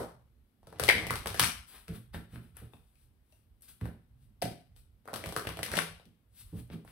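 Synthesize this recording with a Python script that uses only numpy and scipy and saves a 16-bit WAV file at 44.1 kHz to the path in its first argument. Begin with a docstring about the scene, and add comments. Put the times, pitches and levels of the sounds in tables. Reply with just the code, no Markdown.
"""A small, lively room: hands shuffle large stiff cards on a cloth-covered table.
Card edges snap and ring the pack; deck and hands thump the table's low modes. Two riffles flutter
off the thumbs, and card faces hiss as they slide over each other. A low rumble lies underneath.
A phone with two microphone ports hears it all, direct and reflected."""
import sys
import numpy as np
from scipy import signal
from scipy.fft import rfft, irfft, next_fast_len
from scipy.io import wavfile
from scipy.ndimage import uniform_filter1d

SR = 44100
rng = np.random.default_rng(int(sys.argv[2]) if len(sys.argv) > 2 else 0)


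def pcm_store(signal):
    """Save signal as 16-bit PCM."""
    levels = np.round(np.clip(np.atleast_2d(signal), -1, 1) * 32767)
    wavfile.write(sys.argv[1], SR, levels.astype(np.int16).T)


N = 304731
LEAD = round(.1 * SR)  # samples ahead of time zero

# table-top modes: (frequency [Hz], width [Hz], level [dB])
TABLE_MODES = [(72.7, 47, 4.5), (99, 15, -4.5), (117.8, 4, 0.5), (169.5, 4.6, 0), (215.7, 51, -7.5),
               (496.7, 310, -26.5)]


def amp(db):
    """dB to gain."""
    return 10 ** (np.asarray(db) / 20)


def unit_rms(x):
    """Scale to rms 1."""
    return x / np.sqrt(np.mean(x ** 2) + 1e-20)


def at_level(x, db):
    """Scale to the energy of 2 ms at level db."""
    return amp(db) * x * np.sqrt(.002 * SR / np.mean(np.sum(x ** 2, -1)))


def curve_at(points, hz):
    """Interpolate over log frequency."""
    points_hz, values = np.transpose(points)
    return np.interp(np.log(hz + 1), np.log(points_hz + 1), values)


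def add(mix, time_s, sound):
    """Add a sound to a mix that starts LEAD samples early."""
    part = mix[..., LEAD + round(time_s * SR):][..., :sound.shape[-1]]
    part += sound[..., :part.shape[-1]]


def ring(x, hz, width_hz):
    """Two-pole resonance, peak gain 1."""
    return signal.lfilter(*signal.iirpeak(hz, hz / width_hz, SR), x)


def colour(x, gain_db):
    """Filter by a dB function of frequency."""
    size = next_fast_len(x.shape[-1] + 2048)
    gain = amp(gain_db(np.fft.rfftfreq(size, 1 / SR)))
    return irfft(rfft(x, size) * gain, size)[..., :x.shape[-1]]


def port_pair(spectra, hz):
    """Mix two independent spectra into left and right: alike in the bass, unlike in the treble."""
    # likeness of the ports: (frequency [Hz], correlation [0..1])
    likeness = [(60, 0.91), (200, 0.83), (400, 0.68), (800, 0.24), (1500, 0.11), (4000, 0.087),
                (12000, 0.074)]
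    same = np.clip(curve_at(likeness, hz), 0, 1)[:, None]
    return np.array([spectra[0], same * spectra[0] + np.sqrt(1 - same ** 2) * spectra[1]])


def edge_scrape(t60_s):
    """A card edge scrapes: a short stereo noise burst of even spectrum."""
    t = np.arange(2048) / SR
    fade = amp(-60 * t / t60_s) * np.minimum(t / 0.0011, 1)
    noise = rng.standard_normal((2, len(t)))
    for _ in range(3):  # flatten chance peaks, keep the burst short
        spectra = rfft(noise * fade)
        spectra /= np.sqrt(uniform_filter1d(abs(spectra) ** 2, size=3, axis=-1) + 1e-30)
        noise = irfft(spectra) / np.sqrt(fade + 1e-6)
    hz = np.fft.rfftfreq(len(t), 1 / SR)
    pair = port_pair(spectra[..., None], hz / 3)[..., 0]  # ports stay alike 3 times as high
    return irfft(pair) * amp(-60 * t / .06)


def card_snaps():
    """A snapping edge ticks and rings the pack and the bent card. Rows: left, right, room send."""
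    # (time [s], tick [dB], pack [dB], card ring [Hz], card ring [dB], width / pitch, left-right [dB])
    snaps = [ (-0.046, -22, -15.5, 700, -37.5, 1.26, 12), (0.6295, -62.5, -58.5, 694, -63, 0.27, -3),
             (0.6701, -45.5, -47.5, 1300, -58, 0.14, -1), (0.7257, -49, -43, 930, -65, 0.41, 1),
             (0.7574, -63.5, -60, 1480, -60, 0.83, -3), (0.7856, -46, -52, 1260, -60, .8, -2),
             (0.7966, -19.5, -24.5, 1230, -31, 0.92, 0.5), (0.8362, -18, -30.5, 1120, -38, 0.48, 1.5),
             (0.846, -34, -43, 2660, -60, 0.44, -4), (0.880, -29, -40, 2000, -28, 0.057, 17),
             (0.8872, -48, -17.5, 2820, -18.5, 0.76, 0), (0.8891, -13.5, -26.5, 2135, -12, 0.2, 2.5),
             (0.8978, -43, -52, 1920, -15.5, 0.42, 7), (1.067, -27.5, -36, 2110, -41, .5, -3),
             (1.098, -42, -57, 2060, -29, 0.23, 0), (1.1061, -21, -27.5, 1110, -24.5, 0.71, -4.5),
             (1.1559, -25, -47, 840, -40, 0.45, -4), (1.2583, -27, -31.5, 1000, -31, 1.4, -2),
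             (1.271, -22.5, -40, 820, -48, 0.56, 0.5), (1.3283, -53, -57, 1150, -54, .6, -21),
             (1.3431, -29, -35.5, 1580, -37.5, 0.45, -2), (1.3953, -7, -31, 1087, -22, 1.23, -2),
             (1.8806, -39, -53.5, 1420, -49.5, 1.2, -1), (2.1444, -44, -39, 1490, -41.5, 0.41, -2),
             (2.3571, -55, -58, 1320, -48.5, 1, 4), (2.5678, -55, -61, 11400, -45.5, 0.38, 10),
             (2.5686, -71, -67.5, 1265, -51.5, 0.98, -6), (2.734, -74.5, -74, 3560, -65, .08, 9.5),
             (2.734, -59.5, -50, 2550, -61.5, .12, 6.5), (2.733, -75.5, -79.5, 1520, -66.5, 0.14, 2.5),
             (2.9542, -62.5, -80, 2407, -72, 0.19, 5.5), (3.323, -59.5, -76.5, 2740, -69, 0.054, 7),
             (3.3247, -76, -74.5, 627, -67.5, 0.14, 8), (3.327, -76.5, -80, 5950, -74, 0.028, 2),
             (3.6088, -66, -78.5, 12070, -62, 0.51, 2.5), (3.6203, -57.5, -79.5, 12200, -47, 0.56, -1.5),
             (3.8112, -47, -54, 1074, -47, 1.44, 3), (3.855, -47, -40.5, 1460, -49, 0.27, 6),
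             (4.4171, -41, -43, 4830, -43.5, 0.14, 5), (4.421, -23, -36.5, 690, -26.5, 0.15, -4.5),
             (4.4222, -48, -38.5, 550, -27.5, 0.3, 3), (4.427, -32, -49.5, 1680, -41, 0.68, -3),
             (4.7626, -54.5, -67, 3420, -80, 1.03, 5), (5.055, -53.5, -49.5, 1084, -63, 0.83, -1.5),
             (5.076, -42, -41.5, 1040, -42, 0.41, -2), (5.084, -48.5, -38, 1290, -45, 0.4, -5),
             (5.1316, -37, -32.5, 1400, -50, 0.56, -4), (5.1387, -25.5, -45, 1240, -36.5, 0.44, -3),
             (5.1594, -28, -36, 1240, -44.5, 0.73, 0), (5.239, -33.5, -34.5, 1990, -37, 0.72, -1),
             (5.259, -30, -37.5, 1140, -40, 0.7, -1), (5.2891, -32.5, -39, 1920, -56, 0.52, -3),
             (5.3234, -31.5, -36, 1100, -55, 0.68, -6), (5.3633, -22, -26.5, 1140, -25.5, 0.64, 1.5),
             (5.3748, -31, -48, 1440, -66, 0.6, -1), (5.451, -58, -38, 990, -45, 1.7, -2),
             (5.4702, -27.5, -32, 1580, -33, 1.5, 0.5), (5.4897, -32.5, -41, 1020, -39, 0.42, 6),
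             (5.5703, -35, -38, 2460, -47.5, 1.1, -3), (5.59, -33, -32.5, 1200, -40.5, 0.94, -6),
             (5.63, -19.5, -36, 1910, -37.5, 0.64, -2), (5.682, -46, -54, 1090, -42.5, 0.49, 1),
             (5.716, -27, -56, 1740, -40.5, 0.56, -8), (5.737, -42, -30, 1640, -30, 0.4, -3),
             (5.7692, -22.5, -43, 2670, -31.5, 0.68, -1), (5.7762, -44, -25.5, 2900, -32.5, 0.97, 4),
             (5.788, -33, -37, 1480, -30.5, 0.79, 22.5), (5.9972, -56.5, -53.5, 3340, -63.5, 0.54, 2),
             (6.0538, -54.5, -79.5, 3010, -83, 1.15, 5.5), (6.7002, -62, -45.5, 1430, -54.5, 1.3, -0.5),
             (6.8483, -60, -50.5, 10900, -59, 0.65, -2), (6.8757, -67, -71.5, 1460, -55.5, 0.98, 10)]
    # tick spectrum: (frequency [Hz], gain [dB])
    tick_spectrum = [(400, -31.5), (1500, -9), (3000, -6), (6000, -12), (10000, -8), (16500, -1)]
    pack_hz, pack_width_hz = 492, 580
    out = np.zeros((3, LEAD + N))
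    for time_s, tick_db, pack_db, card_hz, card_db, damping, pan_db in snaps:
        scrape = np.pad(edge_scrape(t60_s=0.018), ((0, 0), (0, 6000)))
        card_width_hz = np.clip(damping, .02, 1.6) * card_hz
        sound = at_level(colour(scrape, lambda hz: curve_at(tick_spectrum, hz)), tick_db)
        for hz, width_hz, db in ((pack_hz, pack_width_hz, pack_db), (card_hz, card_width_hz, card_db)):
            sound += at_level(ring(ring(scrape, hz, width_hz), hz, width_hz), db)
        add(out, time_s, sound[[0, 1, 0]] * amp([[pan_db / 2], [-pan_db / 2], [0]]))
    return out


def table_top(force):
    """The table top rings in its low modes."""
    return sum(amp(db) * ring(force, hz, width_hz) for hz, width_hz, db in TABLE_MODES)


def table_thumps():
    """Deck and hands press on the table: its modes sound, then ring out; the cloth adds a dull rub."""
    # (time [s], blow [dB], contact [s], tilt over 70-180 Hz [dB/octave])
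    blows = [(-0.015, -40, 0.061, 4), (0.668, -55.5, 0.071, -1), (0.81, -36, 0.068, -6.5),
             (0.933, -41, 0.17, 1.5), (1.1, -38, 0.037, 4), (1.25, -39, 0.026, -0.5),
             (1.289, -42.5, 0.084, -6.5), (1.397, -34.5, 0.074, 4), (1.884, -36.5, 0.075, 3),
             (2.14, -37.5, 0.06, 2), (2.324, -43.5, 0.1, 4.5), (2.614, -43, 0.039, 3.5),
             (2.738, -51.5, 0.028, 2.5), (3.811, -34, 0.091, 1.5), (4.421, -36, 0.085, 12),
             (5.125, -44.5, 0.049, 2.5), (5.257, -38, 0.043, -6.5), (5.361, -41.5, 0.034, 4.5),
             (5.462, -37, 0.054, -0.5), (5.579, -42.5, 0.061, 1.5), (5.765, -29.5, 0.017, 17.5),
             (6.059, -54, 0.044, 2.5), (6.524, -37, 0.071, -0.5), (6.7, -41.5, 0.042, 3),
             (6.733, -39.5, 0.05, 12)]
    lowpass = signal.butter(2, 330, fs=SR, output="sos")
    out = np.zeros(LEAD + N)
    t = np.arange(round(.3 * SR)) / SR
    for time_s, blow_db, contact_s, tilt_db_oct in blows:
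        press = np.minimum(t / (.08 * contact_s), 1) * np.exp(-(t / contact_s) ** 2)
        draws = rng.random((len(TABLE_MODES), 2))
        rub = 0.81 * unit_rms(table_top(rng.standard_normal(len(t)) * press))
        modes = 0
        for (hz, width_hz, db), (detune, phase) in zip(TABLE_MODES[:-1], draws):
            ring_out = .5 * np.minimum(t / 0.019, 1) * np.exp(-np.pi * width_hz * t)
            cycles = hz * (.97 + 0.041 * detune) * t + phase
            modes += amp(db) * (press + ring_out) * np.sin(2 * np.pi * cycles)
        sound = signal.sosfilt(lowpass, rub + unit_rms(modes))
        sound = colour(sound, lambda hz: tilt_db_oct * np.log2(np.clip(hz, 70, 180) / 120))
        add(out, time_s, amp(blow_db) * sound / np.sqrt(np.sum(sound ** 2) / np.sum(press ** 2)))
    return out


def patchy_noise(spectrum, patch_db):
    """Stereo noise, rms 1, whose level wavers in patches of time and frequency."""
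    frames, hz = N // 512 + 5, np.fft.rfftfreq(2048, 1 / SR)
    re_a, im_a, re_b, im_b, patches = rng.standard_normal((frames, 1025, 5)).T
    patches = unit_rms(uniform_filter1d(uniform_filter1d(patches, 8, 0), 8, 1))
    spectra = port_pair([re_a + 1j * im_a, re_b + 1j * im_b], hz)
    spectra *= amp(curve_at(spectrum, hz)[:, None] + patch_db * patches)
    return unit_rms(signal.istft(spectra, nperseg=2048, noverlap=1536)[1][:, :N])


def low_rumble():
    """A low rumble swells and fades with the handling, under a faint hiss."""
    # rumble envelope: (time [s], level [dB])
    swell = [(0.0, -64.5), (0.4, -63), (0.73, -62.5), (0.98, -48.5), (1.29, -54), (1.52, -50.5),
             (1.96, -61.5), (2.269, -55), (3.269, -67), (3.92, -57), (5.04, -63.5), (5.29, -58),
             (5.66, -54), (6.1, -61), (6.48, -64.5), (6.721, -57.5), (6.91, -58.5)]
    # rumble: (frequency [Hz], density [dB])
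    rumble_spectrum = [(21, -29.5), (35, 5.5), (129, -3.5), (178, -25), (216, -12), (250, -17.5),
                       (320, -46), (550, -120)]
    # faint hiss: (frequency [Hz], density [dB])
    hiss_spectrum = [(120, -23), (200, -5.5), (300, -12), (500, -19.5), (1050, -24.5), (3600, -31),
                     (7000, -41), (8200, -35.5), (12000, -30.5), (15700, -35), (15950, -55)]
    swell_db = np.interp(np.arange(N) / SR, *np.transpose(swell))
    rumble = amp(swell_db) * patchy_noise(rumble_spectrum, patch_db=4.5)
    return rumble + amp(-76.5) * patchy_noise(hiss_spectrum, patch_db=-1.0)


def riffles():
    """Card corners slip off the thumbs in dense, uneven clicks; the table trembles under them."""
    # one envelope per riffle: (time [s], flutter [dB], table tremble [dB])
    envelopes = [
        [(0.62, -76, -77), (0.69, -101, -62), (0.964, -75, -42), (0.998, -44, -39), (1.172, -84, -57.5),
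         (1.406, -40, -50), (1.45, -19, -44)],
        [(5.04, -79.5, -69), (5.122, -95, -53.5), (5.236, -67, -50), (5.276, -73.5, -49.5), (5.656, -60, -61),
         (5.74, -39.5, -36), (5.788, -32, -74), (5.86, -100, -78)],
    ]
    # flutter: (frequency [Hz], density [dB])
    flutter_spectrum = [(200, -29), (500, -9.5), (1000, -1), (2000, -1), (4000, -8), (7000, -6.5),
                        (11000, -2.5), (16500, -5)]
    clicks_per_s = 600
    out = np.zeros(LEAD + N)
    for envelope in envelopes:
        times_s, *levels_db = np.transpose(envelope)
        t = np.arange(times_s[0], times_s[-1], 1 / SR)
        flutter_db, tremble_db = (np.interp(t, times_s, db) for db in levels_db)
        size_draw, sign_draw, slip_draw = rng.random((3, len(t)))
        sizes = amp(4.5 * np.minimum(-np.log(size_draw + 1e-9), 3)) * np.sign(sign_draw - .5)
        clicks = unit_rms(sizes * (slip_draw < clicks_per_s / SR))
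        rustle = .5 * rng.standard_normal(len(t))
        flutter = unit_rms(colour(clicks + rustle, lambda hz: curve_at(flutter_spectrum, hz)))
        tremble = unit_rms(table_top(rng.standard_normal(len(t))))
        sound = amp(flutter_db) * flutter + amp(tremble_db) * tremble
        add(out, times_s[0], sound * signal.windows.tukey(len(t), .03))
    return out


def card_slides():
    """Card faces rub: friction hiss in two bands swells and dies with each slide."""
    # (peak time [s], level [dB], rise [s], fall [s], high-band boost and low-band cut [dB])
    slides = [ (1.69, -52, 0.046, 0.25, 3), (1.752, -47, 0.068, 0.12, -2.5),
              (1.881, -51.5, 0.011, 0.088, -3.5), (1.957, -46, 0.068, 0.057, -0.5),
              (2.143, -41, 0.017, 0.075, -3), (2.35, -50, 0.076, 0.068, -1.5), (2.44, -61.5, 0.1, 0.14, -1),
              (2.574, -52, 0.042, 0.16, -1.5), (2.732, -63, 0.027, 0.16, 1.5), (2.88, -75, 0.19, 0.18, 3.5),
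              (3.03, -71, 0.25, .1, 5), (3.336, -72.5, 0.15, 0.19, 5.5), (3.628, -63, 0.011, 0.15, 9),
              (3.687, -50, 0.018, 0.081, 3), (3.812, -55.5, 0.017, 0.073, -2),
              (3.856, -49, 0.033, 0.064, -2.5), (4.225, -71, 0.071, 0.1, 4), (4.77, -65, 0.021, 0.096, 8),
              (6.41, -56.5, 0.098, 0.051, 10.5), (6.498, -63.5, 0.11, 0.24, 1.5),
              (6.598, -50.5, 0.11, 0.03, 1.5), (6.737, -47, 0.057, 0.03, -3.5),
              (6.885, -55.5, 0.065, 0.51, -0.5)]
    # friction hiss: (frequency [Hz], density [dB])
    friction_spectrum = [(900, -7), (1400, -3.5), (2000, -7.5), (3500, -8.5), (6000, -16.5), (8500, -6),
                         (12000, 0.5), (15700, 7.5), (15950, -20.5)]
    range_db, roundness = 30, 1.4  # depth of rise and fall; over 1 rounds the peak
    t = np.arange(-LEAD, N) / SR
    hiss = unit_rms(colour(rng.standard_normal(len(t)), lambda hz: curve_at(friction_spectrum, hz)))
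    low = signal.sosfilt(signal.butter(2, 5500, fs=SR, output="sos"), hiss)
    power = np.zeros((2, len(t)))
    for peak_s, peak_db, rise_s, fall_s, tilt_db in slides:
        from_peak = np.maximum((peak_s - t) / rise_s, (t - peak_s) / fall_s)
        level_db = peak_db - range_db * from_peak ** roundness
        power += amp([level_db - tilt_db, level_db + tilt_db]) ** 2
    return np.sqrt(power[0]) * low + np.sqrt(power[1]) * (hiss - low)


def near_echoes(x):
    """The nearest hard surfaces throw sharp sounds back."""
    # (delay [s], gain [dB])
    echoes = [(0.009, -11), (0.0219, -17.5), (0.032, -15)]
    return sum(amp(db) * np.roll(x, round(delay_s * SR), axis=1) for delay_s, db in echoes)


def room(x):
    """Sparse reflections die band by band; three tails crossfade steadily to avoid ringing tones."""
    # room decay: (frequency [Hz], t60 [s])
    decay = [(60, 0.16), (160, 0.23), (420, 0.32), (1100, .38), (2900, 0.4), (7700, 0.35), (16000, 0.31)]
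    crossfade_hz, spread_db = 3.3, 5
    first, step, length = 120, 20, SR // 2  # samples
    turn = 2 * np.pi * crossfade_hz * np.arange(len(x)) / SR
    out = 0
    for k in range(3):
        slots = np.arange(first, length - step, step)
        arrivals = slots + rng.integers(0, step, (2, len(slots)))
        sizes = rng.choice([-1., 1.], arrivals.shape) * amp(spread_db * rng.standard_normal(len(slots)))
        taps = np.zeros((2, length))
        np.put_along_axis(taps, arrivals, sizes, 1)
        hz, t, spectra = signal.stft(taps, SR, nperseg=512)
        fade = amp(-60 * t / curve_at(decay, hz)[:, None])
        tail = signal.istft(port_pair(spectra, hz) * fade, SR, nperseg=512)[1]
        tail[:, :first] = 0  # nothing returns before the nearest surface
        tail /= np.linalg.norm(tail[0])
        share = np.sqrt(2 / 3) * np.cos(turn + k * np.pi / 3)
        out += signal.fftconvolve((share * x)[None], tail, axes=1)[:, :len(x)]
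    return out


def scene():
    """Cards and table, direct and reflected, coloured by the microphone, over the rumble."""
    # share of snaps and riffles reaching the walls: (frequency [Hz], gain [dB])
    carry = [(250, -3), (600, -3), (1300, -2.5), (2500, -1), (8000, -2), (14000, 0.5), (15700, -0.5),
             (16000, -14)]
    # microphone response: (frequency [Hz], gain [dB])
    mic_response = [(60, -3), (4500, 1), (6200, -1), (7200, -10.5), (7900, 0.5), (10500, -1),
                    (15000, -16.5)]
    sharp = card_snaps() + riffles()
    thumps, slides = table_thumps(), card_slides()
    direct = sharp[:2] + thumps + slides
    carried = colour(sharp[2], lambda hz: curve_at(carry, hz))
    room_send = amp(1.5) * carried + amp(-1.5) * thumps + amp(-4) * slides
    heard = direct + near_echoes(sharp[:2]) + room(room_send)
    return colour(heard, lambda hz: curve_at(mic_response, hz))[:, LEAD:] + low_rumble()


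def record(dry):
    """The phone's ports differ in gain by frequency, the left 2 samples late; both are band-limited."""
    # port imbalance: (frequency [Hz], left-right [dB])
    imbalance = [(60, -3), (200, -2.5), (500, 0), (2000, 3.5), (5000, 9), (12000, 5.5)]
    low_cut_hz, high_cut_hz = 40, 16300
    left, right = colour(dry, lambda hz: curve_at(imbalance, hz) * np.array([[.5], [-.5]]))
    ports = np.array([np.roll(left, 2), right])
    ports = signal.sosfilt(signal.butter(4, low_cut_hz, "high", fs=SR, output="sos"), ports)
    lowpass = signal.firwin(127, high_cut_hz, window=("kaiser", 9), fs=SR)
    return signal.oaconvolve(ports, lowpass[None], "same")


dry = scene()
out = record(dry)
pcm_store(out)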